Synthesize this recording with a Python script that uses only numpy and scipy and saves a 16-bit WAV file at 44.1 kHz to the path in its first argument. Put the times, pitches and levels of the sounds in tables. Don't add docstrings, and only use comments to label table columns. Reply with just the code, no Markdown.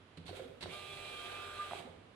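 import sys
import numpy as np
from scipy import signal
from scipy.fft import rfft, irfft, next_fast_len
from scipy.io import wavfile
from scipy.ndimage import map_coordinates

SR = 44100
rng = np.random.default_rng(int(sys.argv[2]) if len(sys.argv) > 2 else 0)


def waveform_to_disk(signal):
    frames = np.transpose(np.atleast_2d(signal))
    scaled = np.clip(frames, -1, 1) * 32767
    samples = np.round(scaled).astype(np.int16)
    wavfile.write(sys.argv[1], SR, samples)


N = 94815


def amp(db):
    return 10 ** (np.asarray(db) / 20)


def unit(x):
    return x / np.sqrt(np.mean(x ** 2) + 1e-20)


def along(points, hz):
    f, v = np.transpose(points)
    return np.interp(np.log(hz + 1), np.log(f + 1), v)


def clock():
    return np.arange(N) / SR


def level(rows):
    s, db = np.transpose(rows)
    return amp(np.interp(clock(), s, db, left=-140, right=-140))


def wobble(knots_per_s):
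    return map_coordinates(rng.standard_normal(1024), [clock() * knots_per_s], mode='wrap')


def filtered(x, response):
    m = next_fast_len(N + SR // 2)
    return irfft(rfft(x, m) * response(np.fft.rfftfreq(m, 1 / SR)), m)[..., :N]


def pan(left_minus_right_db):
    return amp(np.array([[.5], [-.5]]) * left_minus_right_db)


def noise(colour):
    # pitch_hz, likeness (0 to 1)
    likeness = [(100, 1), (250, 1), (500, 0.71), (1200, 0.18), (2500, 0), (9000, 0)]

    def mid_side(hz):
        turn = np.arccos(np.clip(along(likeness, hz), -1, 1)) / 2
        return amp(along(colour, hz)) * [np.cos(turn), np.sin(turn)]

    mid, side = filtered(rng.standard_normal((2, N)), mid_side)
    return unit(np.array([mid + side, mid - side]))


def ring(start_s, pitch_hz, t60_s, attack_s):
    t = np.maximum(clock() - start_s, 0)
    return np.sin(2 * np.pi * pitch_hz * t) * amp(-60 * t / t60_s) * (1 - np.exp(-t / attack_s))


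def air_and_hum():
    # pitch_hz, level_db
    air_colour = [(15, -46), (25, -7), (66, -14), (109, -3), (172, -9), (278, -6.5), (326, -8), (811, -15),
                  (879, -16.5), (1000, -13.5), (1390, -16), (1500, -16), (1760, -18), (3350, -19.5),
                  (6040, -36.5), (10600, -38.5), (15000, -78)]
    air_db, hum_hz, hum_db, hum_waver_db = -61.5, 90, -67, 2
    hum_gain = amp(hum_db + hum_waver_db * wobble(8.96))
    hum = hum_gain * np.sin(2 * np.pi * hum_hz * clock() + wobble(9))
    return (amp(air_db) * noise(air_colour) + hum) * pan(-5.0)


def room(x):
    # pitch_hz, t60_s
    decay = [(100, 0.24), (500, 0.97), (3000, 0.66), (8000, 0.65), (15000, 0.28)]
    hz, t, z = signal.stft(rng.standard_normal((2, SR // 2)), SR, nperseg=256)
    decaying = z * amp(-60 * t / along(decay, hz)[:, None])
    tail = signal.istft(decaying, SR, nperseg=256)[1]
    tail = np.pad(tail, ((0, 0), (SR // 200, 0)))
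    return signal.fftconvolve(x, tail / np.linalg.norm(tail[0]), axes=1)[:, :N]


def rumble():
    # time_s, level_db
    rumble_level = [(.25, -79), (.32, -62), (.48, -68.5), (.58, -74), (.68, -67), (.92, -61), (1.25, -65.5),
                    (1.45, -66), (1.75, -69), (1.95, -79)]
    # pitch_hz, level_db
    rumble_colour = [(25, -31), (46, 10.5), (65, -13), (92, 10.5), (115, -14), (140, 4), (175, -1.5),
                     (205, -24), (255, -5), (400, -31.5)]
    return level(rumble_level) * noise(rumble_colour)


def case():
    # start_s, level_db, deepest_mode_boost_db
    jolts = [(0.177, -39.5, -11), (.2, -56.5, 6), (.249, -45.5, 1), (.29, -46.5, 4), (.396, -51.5, 0),
             (0.486, -52, 5), (.638, -44.5, 6), (0.685, -43, -0.5), (1.789, -49.5, -19), (1.887, -49, 0.5),
             (1.973, -53.5, 6)]
    # pitch_hz, level_db, t60_s
    modes = [(92.6, -6.5, 0.34), (165, -4.5, 0.19), (279.5, -7.5, 0.067), (388, -5, 0.032)]
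    out = np.zeros(N)
    for start_s, jolt_db, deep_db in jolts:
        for k, (pitch_hz, mode_db, t60_s) in enumerate(modes):
            gain = amp(jolt_db + mode_db + deep_db * (k == 0))
            out += gain * ring(start_s, pitch_hz, t60_s, attack_s=0.0012)
    return out


def chatter(release_s, rough_db):
    # start_s, level_db, length_s
    bursts = [(0.171, -55, 0.0094), (0.263, -53.5, 0.012), (0.279, -53, 0.024), (0.607, -49, 0.016),
              (0.625, -44.5, 0.013)]
    # pitch_hz, level_db
    chatter_colour = [(200, -1), (700, -3), (1600, -5), (2600, -2), (3500, -2), (4300, 0.5), (5000, -11.5),
                      (5600, -14.5), (6500, -18), (9000, -12.5), (12000, -32), (15500, -46)]
    t = clock()
    envelope = np.zeros(N)
    for start_s, level_db, length_s in bursts:
        attack = np.clip((t - start_s) / 0.0018, 0, 1)
        release = np.exp(-np.maximum(t - start_s - length_s, 0) / release_s)
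        envelope += amp(level_db) * attack * release
    return envelope * unit(noise(chatter_colour) * amp(rough_db * wobble(450)))


def flaps(crackle_db):
    # start_s, level_db, pitch_hz, t60_s
    pop_rows = [(.2925, -38, 718, 0.029), (.311, -36, 393, 0.016), (.329, -41.5, 504, 0.073),
                (.343, -46, 628, 0.05), (.371, -45.5, 389, 0.047), (.394, -39, 643, 0.044),
                (.399, -37.5, 520, 0.056), (.419, -42.5, 388, 0.057), (.441, -45.5, 470, 0.072),
                (.452, -49.5, 262, 0.15), (.482, -49, 595, 0.037), (.6585, -27.5, 605, 0.0092),
                (.664, -37.5, 416, .02), (1.7105, -29.5, 1190, .012), (1.713, -40, 655, 0.05),
                (1.7205, -30.5, 713, 0.016), (1.7335, -22.5, 784, 0.012), (1.752, -43.5, 418, 0.03),
                (1.803, -41.5, 643, 0.032), (1.85, -47.5, 250, 0.15), (1.873, -42, 527, 0.034),
                (1.888, -47, 410, 0.033)]
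    t = clock()
    pops, puff_envelope = np.zeros(N), np.zeros(N)
    for start_s, level_db, pitch_hz, t60_s in pop_rows:
        pops += amp(level_db) * ring(start_s, pitch_hz, t60_s, attack_s=0.00074)
        decay = amp(level_db - 60 * np.maximum(t - start_s, 0) / t60_s)
        puff_envelope += decay * np.clip((t - start_s) / 0.00037, 0, 1)
    puff_colour = [(100, -3), (400, -3), (800, -19.5), (1500, -2.5), (4000, -28), (10000, -73)]  # Hz, dB
    return amp(crackle_db) * puff_envelope * noise(puff_colour) - pops


def scrape():
    # time_s, level_db
    scrape_level = [(.7, -77), (.8, -86), (1.12, -67), (1.3, -54.5), (1.5, -55.5), (1.65, -53.5),
                    (1.72, -64), (1.76, -82)]
    # pitch_hz, level_db
    scrape_colour = [(500, -36), (1100, -9), (1400, -3), (1600, -2.5), (1850, -14), (3000, -41)]
    rough_db = 2.2
    return level(scrape_level) * unit(noise(scrape_colour) * amp(rough_db * wobble(130)))


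def gears(angle, bite, rough_db):
    # time_s, level_db
    gear_level = [(.255, -64), (.275, -57), (.32, -71.5), (.37, -50.5), (.41, -65), (.45, -63), (.48, -105),
                  (.6, -87), (.615, -64), (.685, -63), (.725, -51), (.8, -55.5), (1.02, -54), (1.22, -53),
                  (1.4, -55), (1.68, -55), (1.77, -52.5), (1.8, -54), (1.85, -74)]
    # pitch_hz, level_db
    gear_colour = [(150, -7), (300, -18.5), (380, 4.5), (425, -0.5), (480, 3), (570, -1), (700, 5.5),
                   (860, 0), (1000, -5.5), (1300, -1.5), (1900, -4), (2330, 3), (2750, 0.5), (3070, 0.5),
                   (3250, 3.5), (3450, 0), (3750, -0.5), (4250, -5.5), (4750, -11), (5000, -9.5),
                   (5300, -19.5), (7000, -18.5), (15000, -41)]
    # pitch_hz, level_db
    hiss_colour = [(3000, -69), (5500, -9), (7000, -6.5), (8800, -2), (10500, -6.5), (12500, -13),
                   (15500, -60)]
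    hiss_over_rattle_db, flutter_db = -10.5, .6
    steps = np.exp(bite * (np.cos(angle) + np.cos(2 * angle + 1) + 0.27 * np.cos(4 * angle)))
    unevenness = amp(rough_db * wobble(110) + flutter_db * wobble(12))
    rattle = unit(noise(gear_colour) * steps * unevenness)
    return level(gear_level) * (rattle + amp(hiss_over_rattle_db) * noise(hiss_colour))


def step_angle():
    # time_s, step_cycles_hz
    speed = [(.255, 20), (.36, 110), (.385, 110), (.47, 20), (.6, 20), (.66, 105), (.7, 178),
             (.732, 199.65), (1.77, 199.65), (1.87, 60)]
    return 2 * np.pi * np.cumsum(np.interp(clock(), *np.transpose(speed))) / SR


def whine(angle, waver_db, jitter_rad, spread_rad):
    # speed_multiple, level_db, left_minus_right_db
    harmonics = [(2, -66, -5), (3, -68, -1), (4, -69, -2), (8, -70, -6), (10, -69.5, -6), (11, -72, -3),
                 (12, -60.5, -2), (13, -65, -10), (14, -68.5, -7), (15, -70, -11), (16, -65.5, -8),
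                 (17, -67, -9), (18, -71, -8), (19, -68, -11), (20, -72, -11), (21, -72, -11),
                 (25, -81, -12), (36, -84, -1), (39, -73.5, -1), (42, -80, 3)]
    # time_s, level_db
    sixth_level = [(.7, -78), (.716, -61), (.738, -53.5), (.77, -55), (.95, -60), (1.12, -57),
                   (1.26, -53.5), (1.45, -51.5), (1.585, -53), (1.598, -40.5), (1.628, -40), (1.638, -45),
                   (1.665, -50), (1.7, -54), (1.725, -62), (1.768, -56), (1.785, -72), (1.85, -90)]
    # speed_multiple, centre_s, half_width_s, change_db
    swells = [(12, .73, .03, 5), (18, .738, .02, 12), (17, .93, .08, 6), (18, .93, .04, 6),
              (16, 1.2, .11, 7), (12, 1.22, .2, 3), (39, 1.27, .14, -6), (2, 1.6, .2, -5),
              (39, 1.67, .1, 2)]
    feed_start_s, feed_stop_s, feed_rise_s, feed_fall_db_per_s = 0.677, 1.756, 0.027, 175
    t = clock()

    def partial(order, depth_db):
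        spread = min(order * spread_rad, np.pi / 3) + .2 * wobble(3.97)
        apart = np.array([[.5], [-.5]]) * spread
        swell_db = sum(db * np.exp(-((t - s) / width) ** 2) for k, s, width, db in swells if k == order)
        gain = amp(swell_db + depth_db * (wobble(15.98) + 0.77 * wobble(45.04)))
        phase = order * angle + 2 * np.pi * rng.random() + jitter_rad * wobble(30.07) + apart
        return np.sqrt(2) * gain * np.sin(phase)

    rise = np.clip((t - feed_start_s) / feed_rise_s, 0, 1)
    run = rise * amp(-feed_fall_db_per_s * np.maximum(t - feed_stop_s, 0))
    buzz = run * sum(amp(db) * pan(lean_db) * partial(k, waver_db) for k, db, lean_db in harmonics)
    return buzz + level(sixth_level) * pan(-3.5) * partial(order=6, depth_db=.8)


def scene():
    # pitch_hz, left_minus_right_db
    lean = [(60, -2), (160, -3), (330, -7), (480, -6), (750, -3), (1200, -3), (2000, -4), (3300, -8),
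            (4600, -11), (6000, -4), (9000, 1), (15000, 2)]
    # pitch_hz, level_db
    wet = [(90, -18), (200, 0), (400, 7), (800, 1), (15000, -3.5)]
    angle = step_angle()
    knocks = flaps(crackle_db=-15) + scrape() + case()
    drive = rumble() + chatter(release_s=0.0052, rough_db=0.5) + gears(angle, bite=0.11, rough_db=2.5)
    tones = whine(angle, waver_db=2.0, jitter_rad=.25, spread_rad=0.07)
    echo = filtered(room(amp(-4) * drive + amp(-8.5) * knocks), lambda hz: amp(along(wet, hz)))
    body = filtered(drive + knocks + echo, lambda hz: pan(along(lean, hz)))
    return air_and_hum() + body + tones + amp(-16) * room(tones)


def record(dry):
    low_hz, top_hz = 34.2, 15470
    return filtered(dry, lambda hz: (hz < top_hz) * (1 - 1 / (1 + (hz / low_hz) ** 6)))


dry = scene()
out = record(dry)
waveform_to_disk(out)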